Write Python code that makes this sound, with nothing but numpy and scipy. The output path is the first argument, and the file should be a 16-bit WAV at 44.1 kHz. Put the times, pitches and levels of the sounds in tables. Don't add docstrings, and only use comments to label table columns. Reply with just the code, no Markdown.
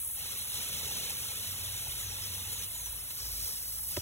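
import sys
import numpy as np
from scipy import signal
from scipy.fft import rfft, irfft, next_fast_len
from scipy.io import wavfile

SR = 44100
rng = np.random.default_rng(int(sys.argv[2]) if len(sys.argv) > 2 else 0)


def master_out(mix):
    frames = np.transpose(np.atleast_2d(mix))
    ceiling = np.clip(frames, -1, 1)
    pcm = np.round(ceiling * 32767).astype(np.int16)
    wavfile.write(sys.argv[1], SR, pcm)


N = 177237
T = np.arange(N) / SR
FREQS = np.arange(next_fast_len(N) // 2 + 1) * SR / next_fast_len(N)

# [t/s, place: 0 off the wall .. 1 against it]
LUMP_DRIFT = [(3.05, 0), (3.2, 1)]
# [t/s, level/dB]
BOIL_LEVEL = [(0.0, -51), (0.12, -53.5), (0.17, -50), (0.23, -46.5), (0.48, -47.5), (0.58, -44.5),
              (0.64, -45.5), (1.02, -44), (1.17, -46), (2.64, -47), (2.67, -50), (2.87, -48.5),
              (2.89, -50.5), (3.15, -49.5), (3.21, -46), (3.28, -47.5), (3.47, -46.5), (3.84, -51),
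              (3.94, -47)]
STEADY_BOIL_DB = -46
# [t/s, level/dB]
GAS_LEVEL = [(0.0, -38), (0.19, -39.5), (0.21, -42), (0.46, -40.5), (2.07, -41.5), (2.09, -44.5),
             (2.2, -42), (3.16, -42), (3.49, -38), (3.6, -40.5), (3.91, -37.5), (4.02, -44.5)]
JET_GAIN_DB = 3.5
# [t/s, rise/dB]
GAS_SPURTS = [(1.105, 2), (2.345, 3), (2.532, 4.5), (2.865, 2), (3.111, 3.5), (3.79, 2.5)]
SPURT_S, SPURT_JET_SHARE = 0.0064, 0.88

# [f/Hz, level/dB]
JET_COLOUR = [(2000, -40), (5000, -24), (7000, -15), (7800, -12), (8100, -3.5), (8450, -1.3), (8700, -2.5),
              (9200, 1), (10000, .3), (10500, -1), (11100, -.3), (12300, -2.3), (12900, -1), (14300, -4),
              (15800, -4.5)]
JET_WALL_COLOUR = [(2000, -40), (5000, -22), (7000, -15), (7850, -12), (8100, 0), (8550, .7), (9100, -.7),
                   (9800, -3.5), (11700, 1), (12300, 0), (12950, 2.5), (14350, -8.5), (15200, -2),
                   (15800, -2)]
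BUBBLE_COLOUR = [(1000, -30), (1950, -14), (2650, -4.5), (2950, -3), (3300, -1), (3750, .7), (4100, -1.5),
                 (4650, -8), (5300, -6.5), (6000, 0), (6600, -6.5), (7200, -3.5), (7700, -6), (10000, -10),
                 (16000, -20)]
BUBBLE_WALL_COLOUR = [(1000, -32), (2300, -14), (3000, -6), (4400, -3), (5300, 0), (6000, 0), (6450, -6),
                      (7700, -7), (16000, -18)]
# [f/Hz, level/dB]
SPATTER_COLOUR = [(120, -10), (220, 1.5), (310, -3), (400, -.5), (510, -1), (580, -1), (660, -.5),
                  (750, -.5), (880, 2), (1100, .5), (1400, -2), (2000, -1.5), (3000, -5), (6000, -22)]
CHURN_COLOUR = [(200, -20), (330, -6), (400, 0), (520, 1), (580, -8), (750, -5), (1200, -25)]
RUMBLE_COLOUR = [(20, -50), (40, -18), (60, -5.5), (80, 5), (100, -3), (125, -1.5), (170, -15), (230, -13),
                 (320, -46), (600, -32)]
CRACK_COLOUR = [(300, -14), (1200, 6), (2000, 6), (2600, 8), (4000, 7), (5600, 7), (8000, -3), (14000, -14)]
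AIR_COLOUR = [(30, -6), (100, 0), (300, -3), (500, -1), (900, 0), (1500, -4), (3000, -9), (4400, -30),
              (16000, -38)]

BUBBLE_DB, BUBBLE_GROWTH = -42.5, 1.82
SPATTER_DB, SPATTER_GROWTH = -53.5, 1
CHURN_DB, CHURN_GROWTH = -65, 4.5
RUMBLE_DB, RUMBLE_GROWTH = -53, 0.9
SPATTER_AT_WALL_DB = -2
# [f/Hz, width/Hz, lift/dB]
BUCKET_RESONANCES = [(490, 90, 1.5), (875, 90, 3), (1290, 80, 3), (2150, 140, 3), (2595, 90, 5),
                     (2956, 100, 4.5), (4006, 65, 6), (4430, 160, 2.5), (4830, 110, 2), (5400, 130, 2.5),
                     (5760, 130, 2.5), (6150, 80, 4.5), (6490, 90, 2.5)]

# [f/Hz, level/dB]
LASTING_THROBS = [(54.3, -63), (96.4, -66)]
# [t/s, length/s, f/Hz, rise/(Hz/s), level/dB]
THROB_SPELLS = [(0.491, 0.64, 153.8, 29.5, -61), (1.24, 0.51, 96.54, -2, -53), (1.3, 1.3, 54.2, -1, -57.5),
                (1.6, 0.36, 124.2, 3.5, -60.5), (1.958, 0.67, 96.15, 0, -51),
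                (2.65, 0.31, 54.24, -1, -52.5), (3.178, 0.26, 54.3, 2.5, -49), (3.5, 0.51, 54.3, 0.5, -58)]
THROB_ATTACK_S, THROB_RELEASE_S = 0.074, 0.04
THROB_WAVER, THROB_OCTAVE_DB = 0.0337, -16

# [t/s, level/dB]
BUBBLE_SNAPS = [(0.087, -35), (0.184, -36), (2.537, -36), (3.360, -28)]
SNAP_S = .00025
# [t/s, length/s, first f/Hz, last f/Hz, level/dB]
STEAM_WHISTLES = [(1.765, 0.035, 7160, 6750, -45), (1.985, 0.09, 7080, 6200, -42),
                  (2.06, 0.085, 6400, 5270, -43), (2.215, 0.045, 5450, 4930, -42),
                  (2.51, 0.125, 7170, 5900, -43.5), (2.733, 0.1, 7070, 6300, -42),
                  (2.825, 0.066, 6380, 5660, -40.5), (2.96, 0.058, 5950, 5100, -47.5)]
WHISTLE_TRIM_DB, WHISTLE_FLUTTER_DB, WHISTLE_WAVER = -5.5, 2, 0.009

# [t/s, level/dB]
GAS_CRACKS = [(3.9655, -38), (3.967, -32), (3.969, -25)]
# [f/Hz, peak level/dB, time to swell/s]
POP_RESONANCES = [(92, -36.5, .014), (140, -43, .012), (255, -45, .009), (360, -37.5, .0075),
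                  (600, -33.5, .0057), (690, -43, .006), (965, -38.5, .004), (1280, -49, .003),
                  (1850, -53, .0022)]
POP_GAIN_DB, POP_S = 3.5, 3.9675

# [f/Hz, left phase lead/rad, left minus right/dB, share of diffuse power]
STEREO_IMAGE = [(60, 0, 0, .015), (200, -.25, 0, .04), (330, -.9, 0, .08), (520, -1.05, -1.5, .14),
                (680, -1.3, -2.5, .2), (850, -2.3, -4, .7), (1080, .1, -3, .8), (1300, 0, -3, .33),
                (1650, .3, -2.5, .2), (2400, 1.8, -3, .33), (3400, 1.4, -.5, .23), (4100, 2.2, 0, .13),
                (4350, 3.08, 0, .001), (5050, 3.2, 0, .001), (5500, 4.3, 0, .2), (6700, 6.28, 0, .06),
                (7800, 7.3, 0, .2), (8750, 9.25, 0, .004), (9050, 9.58, 0, .004), (10000, 11.1, 0, .13),
                (12200, 14.2, 0, .13), (13100, 15.55, 0, .004), (13450, 15.87, 0, .004),
                (14300, 17.3, 0, .16), (16000, 19.4, 0, .05)]
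RIPPLE_HZ, ECHO_S = 55, .004
TOP_HZ = 15720


def undb(db):
    return 10 ** (np.asarray(db) / 20)


def unit(x):
    return x / np.sqrt(np.mean(x ** 2))


def curve(table):
    s, values = np.transpose(table)
    return np.interp(T, s, values)


def filtered(x, response):
    size = next_fast_len(N)
    return irfft(rfft(x, size) * response, size)[:N]


def colour(x, points):
    hz, db = np.transpose(points)
    level_db = np.interp(np.log(FREQS + 1), np.log(hz), db)
    return unit(filtered(x, undb(level_db)))


def noise(points):
    return colour(rng.standard_normal(N), points)


def walk(rate):
    return unit(filtered(rng.standard_normal(N), 1 / (1 + (FREQS / rate) ** 4)))


def bursts(per_s, spread_db):
    happens = rng.random(N) < per_s / SR
    size = undb(spread_db * np.minimum(rng.exponential(size=N), 5))
    return unit(happens * size * rng.choice([-1, 1], N))


def tone(hz):
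    return np.sqrt(2) * np.sin(2 * np.pi * np.cumsum(hz) / SR)


def vigour():
    return curve(BOIL_LEVEL) - STEADY_BOIL_DB


def drifting(x, open_water, at_wall):
    near_wall = curve(LUMP_DRIFT)
    return (1 - near_wall) * colour(x, open_water) + near_wall * colour(x, at_wall)


def jet(spurt, surge_db):
    rain = drifting(bursts(per_s=22000, spread_db=2.0), JET_COLOUR, JET_WALL_COLOUR)
    level_db = curve(GAS_LEVEL) + JET_GAIN_DB + SPURT_JET_SHARE * surge_db
    return rain * undb(level_db + 0.4 * spurt + 1.28 * walk(rate=190))


def bubbles(spurt):
    rain = drifting(bursts(per_s=14000, spread_db=0.5), BUBBLE_COLOUR, BUBBLE_WALL_COLOUR)
    level_db = BUBBLE_DB + BUBBLE_GROWTH * vigour()
    return rain * undb(level_db + 0.71 * spurt + 0.37 * walk(rate=250))


def spatter(spurt):
    rain = colour(bursts(per_s=9000, spread_db=1.17), SPATTER_COLOUR)
    level_db = SPATTER_DB + SPATTER_GROWTH * vigour() + SPATTER_AT_WALL_DB * curve(LUMP_DRIFT)
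    return rain * undb(level_db + 0.24 * spurt)


def churn():
    return noise(CHURN_COLOUR) * undb(CHURN_DB + CHURN_GROWTH * vigour())


def bucket(x):
    lift_db = sum(db / (1 + (2 * (FREQS - hz) / width) ** 2) for hz, width, db in BUCKET_RESONANCES)
    return filtered(x, undb(lift_db))


def fizz():
    spurt = walk(rate=19.0)
    surge_db = sum(db * np.exp(-.5 * ((T - s) / SPURT_S) ** 2) for s, db in GAS_SPURTS)
    water = bubbles(spurt) + spatter(spurt) + churn()
    return jet(spurt, surge_db) + bucket(water) * undb(surge_db)


def throb(hz):
    hz = hz * (1 + THROB_WAVER * walk(rate=14.6))
    flutter = undb(1.8 * walk(rate=67))
    return (tone(hz) + undb(THROB_OCTAVE_DB) * tone(2 * hz)) * flutter


def cushion():
    out = noise(RUMBLE_COLOUR) * undb(RUMBLE_DB + RUMBLE_GROWTH * vigour())
    for hz, db in LASTING_THROBS:
        out += undb(db) * throb(hz)
    for start, length, hz, rise, db in THROB_SPELLS:
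        age = T - start
        attack = np.clip(age / THROB_ATTACK_S, 0, 1)
        release = np.exp(-np.maximum(age - length, 0) / THROB_RELEASE_S)
        out += undb(db) * attack * release * throb(hz + rise * np.maximum(age, 0))
    return out


def outdoors():
    swell = undb(-69.5 + 2 * walk(rate=1.0))
    return swell * np.array([noise(AIR_COLOUR) for _ in range(2)])


def snaps():
    envelope = sum(undb(db) * (T >= s) * np.exp(-np.abs(T - s) / SNAP_S) for s, db in BUBBLE_SNAPS)
    return noise(JET_COLOUR) * envelope


def whistles():
    out = np.zeros(N)
    waver = 1 + WHISTLE_WAVER * walk(rate=370)
    strength = undb(WHISTLE_TRIM_DB + WHISTLE_FLUTTER_DB * walk(rate=71))
    for start, length, first_hz, last_hz, db in STEAM_WHISTLES:
        age = np.clip((T - start) / length, 0, 1)
        arch = np.sqrt(4 * age * (1 - age))
        glide_hz = first_hz + (last_hz - first_hz) * age
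        out += undb(db) * arch * tone(glide_hz * waver)
    return out * strength


def ignition():
    envelope = sum(undb(db) * (T >= s) * np.exp(-np.abs(T - s) / .0013) for s, db in GAS_CRACKS)
    out = noise(CRACK_COLOUR) * envelope
    age = np.maximum(T - POP_S, 0)
    for hz, db, swell in POP_RESONANCES:
        rise = age / swell
        shape = (rise * np.exp(1 - rise)) ** 3
        out = out + undb(db + POP_GAIN_DB) * shape * np.sin(2 * np.pi * hz * age)
    return out


def ripples(x, count=10):
    lags = rng.integers(1, int(ECHO_S * SR), count)
    return sum(np.pad(x, (lag, 0))[:N] * walk(rate=RIPPLE_HZ) for lag in lags) / np.sqrt(count)


def stereo(x):
    hz, *columns = np.transpose(STEREO_IMAGE)
    lead, balance_db, share = (np.interp(FREQS, hz, c) for c in columns)
    out = []
    for side in (1, -1):
        gain = undb(side * balance_db / 2)
        direct = filtered(x, gain * np.sqrt(1 - share) * np.exp(.5j * side * lead))
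        diffuse = filtered(ripples(x), gain * np.sqrt(share))
        out.append(direct + diffuse)
    return np.array(out)


def scene():
    reaction = fizz() + cushion() + snaps() + whistles() + ignition()
    return stereo(reaction) + outdoors()


def record(dry):
    return signal.sosfilt(signal.ellip(10, .2, 80, TOP_HZ, fs=SR, output="sos"), dry)


dry = scene()
out = record(dry)
master_out(out)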